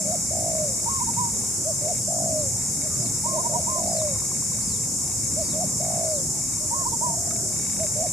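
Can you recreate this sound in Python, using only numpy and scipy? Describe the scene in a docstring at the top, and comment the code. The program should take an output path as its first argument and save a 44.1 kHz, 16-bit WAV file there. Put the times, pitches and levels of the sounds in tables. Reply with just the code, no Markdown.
"""Doves in a summer yard

A spotted dove on a fence post coos a hoot, a slur and a rolling purr, pulsed by its syrinx opening
and shutting. A farther one and a higher-voiced dove answer; a small bird slurs thin whistles over
a few soft clucks. An insect chorus hisses steadily and distant traffic rumbles. Close by, a camera's
focus motor ticks faintly, each step ringing the lens barrel."""
import sys
import numpy as np
from scipy import signal
from scipy.io import wavfile

SR = 44100
rng = np.random.default_rng(int(sys.argv[2]) if len(sys.argv) > 2 else 0)


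def generate_wav(sig):
    """Save sig (samples, or channels by samples) to the path in sys.argv[1] as 16-bit PCM at SR."""
    pcm = np.round(np.clip(np.atleast_2d(sig).T, -1, 1) * 32767).astype(np.int16)
    wavfile.write(sys.argv[1], SR, pcm)


N = 358091
TIME = np.arange(N) / SR


def near_dove():
    """The dove on the post: a fast, even purr that smooths out as it falls away."""
    # hoot_start_s, slur_start_s, purr_start_s, purr_length_s, pitch_hz, hoot_db, slur_db, purr_db
    phrases = [(-.033, .045, .306, 0.44, 680, -35, -24.5, -23.5),
               (1.648, 1.812, 2.076, 0.43, 679, -24.5, -24.5, -23),
               (3.322, 3.489, 3.752, .415, 677, -24.5, -25.5, -23),
               (5.362, 5.533, 5.798, 0.45, 683, -25, -25, -23.5),
               (7.788, 7.955, 8.22, .43, 693, -25, -23.5, -24)]
    # purr contour: length_share, pitch_ratio, level_db, syrinx_closure (0-1)
    purr_shape = [(0, .86, -3, .3), (.06, .98, -3, .85), (.38, .97, -.5, .85), (.57, .92, 0, .6),
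                  (.71, .905, -.5, .15), (.82, .85, -6, .15), (1, .71, -20, .2)]
    return spotted_dove(phrases, purr_shape, purr_hz=50.5, stumble=.04, waver=.011)


def far_dove():
    """A spotted dove farther off: its slower, stumbling purr rolls on to the end."""
    # hoot_start_s, slur_start_s, purr_start_s, purr_length_s, pitch_hz, hoot_db, slur_db, purr_db
    phrases = [(-.6, -.45, 0.36, .53, 662, -40, -39, -38),
               (2.815, 2.955, 3.25, .53, 662.4, -38, -38.5, -33),
               (6.59, 6.715, 7.005, .53, 665.6, -41, -38, -35.5)]
    # purr contour: length_share, pitch_ratio, level_db, syrinx_closure (0-1)
    purr_shape = [(0, .93, 1, 0.94), (.25, 1, 1, .9), (.78, 0.99, -1, 0.832), (.9, .95, -3, .6),
                  (1, .88, -9, .2)]
    return spotted_dove(phrases, purr_shape, purr_hz=35, sweep=.05, lift=.05, stumble=.22, waver=.019)


def spotted_dove(phrases, purr_shape, purr_hz, hoot_s=.08, slur_s=.118, **voice):
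    """Each phrase: a short hoot, a fluttering slur that jumps up, then a purr whose pulses quicken."""
    # arched hoot: length_share, pitch_ratio, level_db, syrinx_closure (0-1)
    hoot = [(0, .81, -13, 0), (.26, .91, -1.5, 0), (.52, .965, -1.5, 0), (.76, .89, -2.5, 0),
            (1, .78, -15, 0)]
    # slur: length_share, pitch_ratio, level_db, syrinx_closure (0-1)
    slur = [(0, .83, -6.5, 0.53), (.57, .93, 1.5, 0.51), (.67, 1.07, -4, 0.38), (.84, 1.04, -1.5, 0),
            (1, 0.77, -4.5, 0)]
    openings, purrs = [], []
    for hoot_at, slur_at, purr_at, purr_s, hz, hoot_db, slur_db, purr_db in phrases:
        openings.append(note(hoot, hoot_at, hoot_s, hz, hoot_db))
        openings.append(note(slur, slur_at, slur_s, hz, slur_db))
        purrs.append(note(purr_shape, purr_at, purr_s, hz, purr_db))
    return coo(openings, pulse_hz=83.5, **voice) + coo(purrs, purr_hz, quicken_hz_per_s=24, **voice)


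def coo(notes, pulse_hz=0, quicken_hz_per_s=0, stumble=0, waver=.004, sweep=.12, lift=.09, edge_s=.004):
    """Nearly pure notes. In a purr the syrinx opens and shuts, each opening a small upward slur."""
    first_pulse_s, overtone_db = .01116, -45
    unsteady = 1 + waver * drift(56)
    hurry = stumble * drift(23)
    slip = .1 * drift(40)
    out = np.zeros(N)
    for points in notes:
        times, *columns = np.transpose(sorted(points))
        span = (TIME >= times[0]) & (TIME <= times[-1])
        t = TIME[span]
        hz, level_db, *purr = [np.interp(t, times, column) for column in columns]
        closure = np.clip(purr[0], 0, 1) if purr else 0
        pulse_rate = (pulse_hz + quicken_hz_per_s * (t - times[0])) * np.exp(hurry[span])
        turn = 2 * np.pi * (np.cumsum(pulse_rate) / SR - pulse_hz * first_pulse_s)
        shut = 1 - (.5 + .5 * np.cos(turn)) ** 1.6
        gate = (1 - closure * shut) * np.exp(-hurry[span])  # hurried pulses are weaker
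        # pitch climbs through each pulse; the oscillation restarts out of step after each closure
        bend = closure ** 2 * (sweep * np.sin(turn) + lift * shut + slip[span] * shut ** 2)
        phase = 2 * np.pi * np.cumsum(hz * unsteady[span] * (1 + bend)) / SR
        tone = np.sin(phase) + from_db(overtone_db) * np.sin(2 * phase)
        fade = np.sin(np.pi / 2 * ramps(t, times[0], times[-1], edge_s))
        out[span] += from_db(level_db) * fade * gate * tone
    return out


def high_dove():
    """Clean notes that break into a thin upper register; some phrases close on a drawn-out note."""
    # breaking notes: start_s, length_s, climb_s, top_hz, level_db
    calls = [(.855, 0.15, 0.032, 1090, -22), (0.999, 0.045, 0.02, 1045, -22),
             (1.067, 0.043, .022, 937, -24), (3.234, 0.14, 0.035, 1075, -23.5),
             (3.366, 0.056, 0.021, 1050, -23.5), (3.436, .045, 0.028, 980, -23),
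             (3.53, 0.044, 0.027, 980, -21.5), (3.664, 0.15, 0.019, 1050, -23.5),
             (6.705, 0.14, 0.035, 1085, -22.5), (6.848, 0.044, 0.021, 1056, -21.5),
             (6.917, 0.041, 0.018, 929, -25)]
    # closing notes: start_s, length_s, top_hz, level_db
    closings = [(1.163, .14, 1025, -22), (7.007, 0.1475, 1014, -22.5)]
    # their contour: length_share, pitch_ratio, level_db
    closing_shape = [(0, .87, -13), (.15, .93, -0.5), (.27, 1, -2.5), (.48, .935, -3), (.64, .905, -6.5),
                     (1, .893, -15.5)]
    notes = [breaking_note(*row) for row in calls] + [note(closing_shape, *row) for row in closings]
    return coo(notes, waver=.007, edge_s=.006)


def breaking_note(start_s, length_s, climb_s, top_hz, level_db):
    """The voice swells up to the break, jumps, holds and drops; a bigger jump leaves it thinner."""
    start_hz, break_hz, break_s = 875, 960, .0063
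    hold_share, sag_hz_per_s, drop_hz, shortest_drop_s = .72, 170, 90, .012
    swell_db, thinning_db_per_hz = 12, .07
    break_at, end_at = start_s + climb_s, start_s + length_s
    top_at = break_at + break_s
    upper_s = end_at - top_at
    hold_s = max(min(hold_share * upper_s, upper_s - shortest_drop_s), 0)
    thin_db = level_db - thinning_db_per_hz * abs(top_hz - break_hz)
    return [(start_s, start_hz, level_db - swell_db),
            (break_at, min(break_hz, top_hz), level_db),
            (top_at, top_hz, thin_db),
            (top_at + hold_s, top_hz - sag_hz_per_s * hold_s, thin_db),
            (end_at, top_hz - drop_hz, level_db - swell_db)]


def small_bird():
    """Each thin whistle rises briefly and slides down, with a husky edge."""
    # start_s, length_s, top_hz, level_db
    whistles = [(2.268, 0.18, 5340, -45), (2.947, 0.15, 5380, -37), (3.87, .16, 5270, -33.5),
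                (4.61, 0.17, 5030, -36.5), (5.398, .16, 5000, -38), (6.04, 0.17, 5030, -41),
                (6.831, .12, 4750, -46)]
    # their contour: length_share, pitch_ratio, level_db
    arch = [(0, .77, -15), (.21, 1, -5), (.39, 0.95, -1), (.53, .93, -8.5), (.72, .79, -8), (.875, .7, -13),
            (1, 0.6, -28)]
    return coo([note(arch, *row) for row in whistles], waver=.025)


def clucks(pitch_hz=1060, ring_s=.0098):
    """Soft distant blips: a click rung twice through one resonance swells and dies in milliseconds."""
    # start_s, peak_db
    blips = [(4.015, -33), (4.074, -38), (4.159, -36), (4.219, -34.5), (4.316, -33.5), (4.423, -36),
             (4.519, -36.5), (4.587, -37)]
    once = ring(clicks_at(blips), pitch_hz, ring_s)
    makeup_gain = 2 * np.e * np.log(1000) / (ring_s * SR)
    return makeup_gain * ring(once, pitch_hz, ring_s)


def far_hoot():
    """One faint, sinking hoot in the distance."""
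    # contour: length_share, pitch_ratio, level_db
    sinking = [(0, 1, 0), (1, .95, -6)]
    return coo([note(sinking, start_s=2.9, length_s=.095, hz=1230, level_db=-47)])


def focus_motor(steps_per_s=60, rattles_per_s=250, hunt_db=-54.5, rest_drop_db=9):
    """The motor hunts in small rattling steps, jolts, then drives the lens in a run that grows louder."""
    # lulls in the hunting: start_s, end_s
    rests = [(1.53, 1.8), (1.98, 2.42), (4.85, 5.02), (6.12, 6.4), (6.58, 7.5)]
    # jolts before the run: start_s, strike_db
    jolts = [(7.3073, -32), (7.3607, -33)]
    run_start_s, run_step_s, run_db, growth_db_per_s = 7.529, .0337, -36, 16
    step_count = np.floor((TIME + .001 * drift(20)) * steps_per_s)
    steps = np.diff(step_count, prepend=0) > 0
    rattle = from_db(-7) * (rng.random(N) < rattles_per_s / SR)
    uneven = from_db(4 * np.clip(rng.standard_normal(N), -2, 2))
    ticks = rms_one(lens_barrel((steps + rattle) * uneven))
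    resting = sum(ramps(TIME, start, end, edge_s=.05) for start, end in rests)
    hunting = from_db(hunt_db - rest_drop_db * resting) * ticks
    run = [(run_start_s + s, run_db + growth_db_per_s * s) for s in run_step_s * np.arange(11)]
    strong = from_db(-4) * clicks_at(jolts + run)
    body = ring(strong, hz=1550, t60=.009)  # strong steps also shake the camera body, which rings lower
    knock = ring(clicks_at([(7.31, -33)]), hz=1290, t60=.036)  # a duller knock with the first jolt
    return hunting + lens_barrel(strong) - body + knock


def lens_barrel(clicks):
    """Every click rings the barrel's short modes, alternating in polarity."""
    # pitch_hz, gain_db, t60_s
    modes = [(1850, -0.5, 0.0052), (2230, 3.5, 0.021), (2284, 3.5, 0.0082), (2622, -11.5, 0.035),
             (3774, -9, 0.05)]
    return sum((-1) ** k * from_db(db) * ring(clicks, hz, t60) for k, (hz, db, t60) in enumerate(modes))


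def insects(chorus_db=-28, shrill_trim_db=-1):
    """Countless insects merge into a hiss; the nearer ones each hold a narrow shrill band."""
    # chorus spectrum: frequency_hz, relative_density_db
    spectrum = [(3500, -116), (4200, -83), (4700, -19), (5300, -7.5), (6000, -6), (6800, 0.5), (7600, 0),
                (8500, -7), (9300, -6.5), (10000, -13.5), (10600, -12.5), (11400, -19), (12800, -23),
                (15000, -26.5)]
    # shrill bands: centre_hz, width_hz, level_db, left_right_likeness (0-1)
    shrill = [(5540, 210, -44.5, 0.53), (6585, 69, -42, 0.55), (6790, 106, -42, .4), (7010, 19, -43, 0.55),
              (7380, 57, -41, 0.22), (7520, 74, -39.5, 0.69), (7480, 130, -49, 0.97),
              (8130, 59, -49.5, 0.67), (9005, 48, -56, .95), (9280, 180, -49, 1), (10390, 490, -46, 1)]
    out = from_db(chorus_db) * banded_noise(spectrum, flicker_db=.2, flicker_hz=10, bands=22)
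    # reflections off nearby surfaces comb the hiss into fine steady pitches
    lags = (rng.uniform(.004, .02, 7) * SR).astype(int)
    out += .11 * sum(np.roll(out, lag, axis=1) for lag in lags)
    for hz, width, level_db, alike in shrill:
        voices = rms_one(band(rng.standard_normal((2, N)), hz - width / 2, hz + width / 2))
        out += from_db(level_db + shrill_trim_db) * spread(voices, alike)
    return out * from_db([[.45], [-.45]])  # leaning slightly left


def traffic():
    """Distant traffic and open air: a low rumble that swells and ebbs a little."""
    # rumble spectrum: frequency_hz, relative_density_db
    spectrum = [(25, -28), (36, -11.5), (52, -7.5), (70, -9.5), (92, 2), (125, -1), (190, -2), (270, -9),
                (400, -13.5), (600, -19), (1000, -21.5), (1500, -29.5), (2400, -35), (3400, -40)]
    # slow swell: time_s, level_db
    swell = [(0, -35), (3.4, -35), (4.6, -34.5), (5.5, -34), (6.7, -35.2), (7.4, -34.5), (8.12, -34.5)]
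    level = from_db(np.interp(TIME, *np.transpose(swell)))
    return level * banded_noise(spectrum, flicker_db=2.5, flicker_hz=3.9, bands=18)


def yard_echoes(x, t60=.4, count=40):
    """Scattered weak echoes from ground, walls and trees, different on each side."""
    out = np.zeros((2, N))
    for side in out:
        lags_s = rng.uniform(.008, .22, count)
        decay = rms_one(from_db(-60 * lags_s / t60))
        gains = decay * rng.choice([-1, 1], count) / np.sqrt(count)
        for lag, gain in zip((lags_s * SR).astype(int), gains):
            side[lag:] += gain * x[:N - lag]
    return out


def banded_noise(spectrum, flicker_db, flicker_hz, bands):
    """A stereo bed at unit rms: adjacent noise bands, each with its own level, flicker and width."""
    # stereo image of the air: frequency_hz, left_right_likeness (0-1)
    likeness = [(150, .97), (300, 0.78), (700, 0.34), (1300, 0.021), (3000, 0.16), (5000, 0.064),
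                (7200, 0.52), (7900, 1), (15000, 0.93)]
    edges = np.geomspace(spectrum[0][0], spectrum[-1][0], bands + 1)
    white = rng.standard_normal((2, 2, N))
    out = np.zeros((2, N))
    for k, (low, high) in enumerate(zip(edges, edges[1:])):
        hz = np.sqrt(low * high)
        gain = from_db(at_hz(spectrum, hz) + flicker_db * drift(flicker_hz))
        out += gain * spread(band(white[k % 2], low, high), at_hz(likeness, hz))
    return rms_one(out)


def note(shape, start_s, length_s, hz, level_db):
    """Stretch a contour to one note: points of time_s, pitch_hz, level_db and any closure."""
    return [(start_s + at * length_s, hz * ratio, level_db + shape_db, *closure)
            for at, ratio, shape_db, *closure in shape]


def ramps(t, start_s, end_s, edge_s):
    """A window that fades in and out in straight lines."""
    return np.clip(np.minimum(t - start_s, end_s - t) / edge_s, 0, 1)


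def from_db(db):
    """Decibels to gain."""
    return 10 ** (np.asarray(db) / 20)


def rms_one(x):
    """Scale to unit rms."""
    return x / np.sqrt(np.mean(x ** 2) + 1e-20)


def at_hz(points, hz):
    """Read a curve on a log-frequency axis."""
    frequencies, values = np.transpose(points)
    return np.interp(np.log(hz), np.log(frequencies), values)


def drift(rate_hz):
    """A smooth random wander at unit rms."""
    hop, settle = 40, 2000
    pole = np.exp(-2 * np.pi * rate_hz * hop / SR)
    white = rng.standard_normal(N // hop + settle + 2)
    slow = signal.lfilter([1], [1, -2 * pole, pole * pole], white)[settle:]
    return np.interp(np.arange(N) / hop, np.arange(len(slow)), rms_one(slow))


def band(x, low_hz, high_hz):
    """A gentle band-pass."""
    return signal.sosfilt(signal.butter(2, [low_hz, high_hz], "band", fs=SR, output="sos"), x)


def ring(clicks, hz, t60):
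    """A unit click sets a sine of height 1 ringing."""
    r, w = np.exp(-np.log(1000) / (t60 * SR)), 2 * np.pi * hz / SR
    return signal.lfilter([0, np.sin(w)], [1, -2 * r * np.cos(w), r * r], clicks + 1e-18)


def clicks_at(rows):
    """One click for each row of start_s, level_db."""
    out = np.zeros(N)
    for start_s, level_db in rows:
        out[round(start_s * SR)] = from_db(level_db)
    return out


def spread(pair, alike):
    """Two unrelated noises become left and right with the given likeness."""
    alike = np.clip(alike, -.99, .99)
    return np.sqrt(1 + alike) * pair[0] + np.sqrt(1 - alike) * pair[1] * [[1], [-1]]


def place(x, right_db, lag_ms):
    """A source to the right is louder there and reaches the left side late."""
    late = np.interp(TIME - lag_ms * 1e-3, TIME, x, left=0)
    return np.array([late * from_db(-right_db / 2), x * from_db(right_db / 2)])


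def scene():
    """Birds from centre to right with their echoes, over traffic, insects and the ticking motor."""
    near = near_dove()
    far = far_dove() + far_hoot()
    high = high_dove()
    others = small_bird() + clucks()
    birds = place(near, right_db=2.5, lag_ms=.058) + far
    birds += place(high, right_db=6.5, lag_ms=.26) + place(others, right_db=4.5, lag_ms=.032)
    echo_send = from_db(-16) * near + from_db(-17) * high + from_db(-8) * (far + others)
    return birds + yard_echoes(echo_send) + traffic() + insects() + focus_motor()


def record(dry):
    """The deepest bass is rolled off and the top is cut steeply."""
    low_cut_hz, high_cut_hz = 38, 15400
    thinned = signal.sosfilt(signal.butter(4, low_cut_hz, "high", fs=SR, output="sos"), dry)
    return signal.sosfilt(signal.ellip(12, .1, 90, high_cut_hz, fs=SR, output="sos"), thinned)


dry = scene()
out = record(dry)
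generate_wav(out)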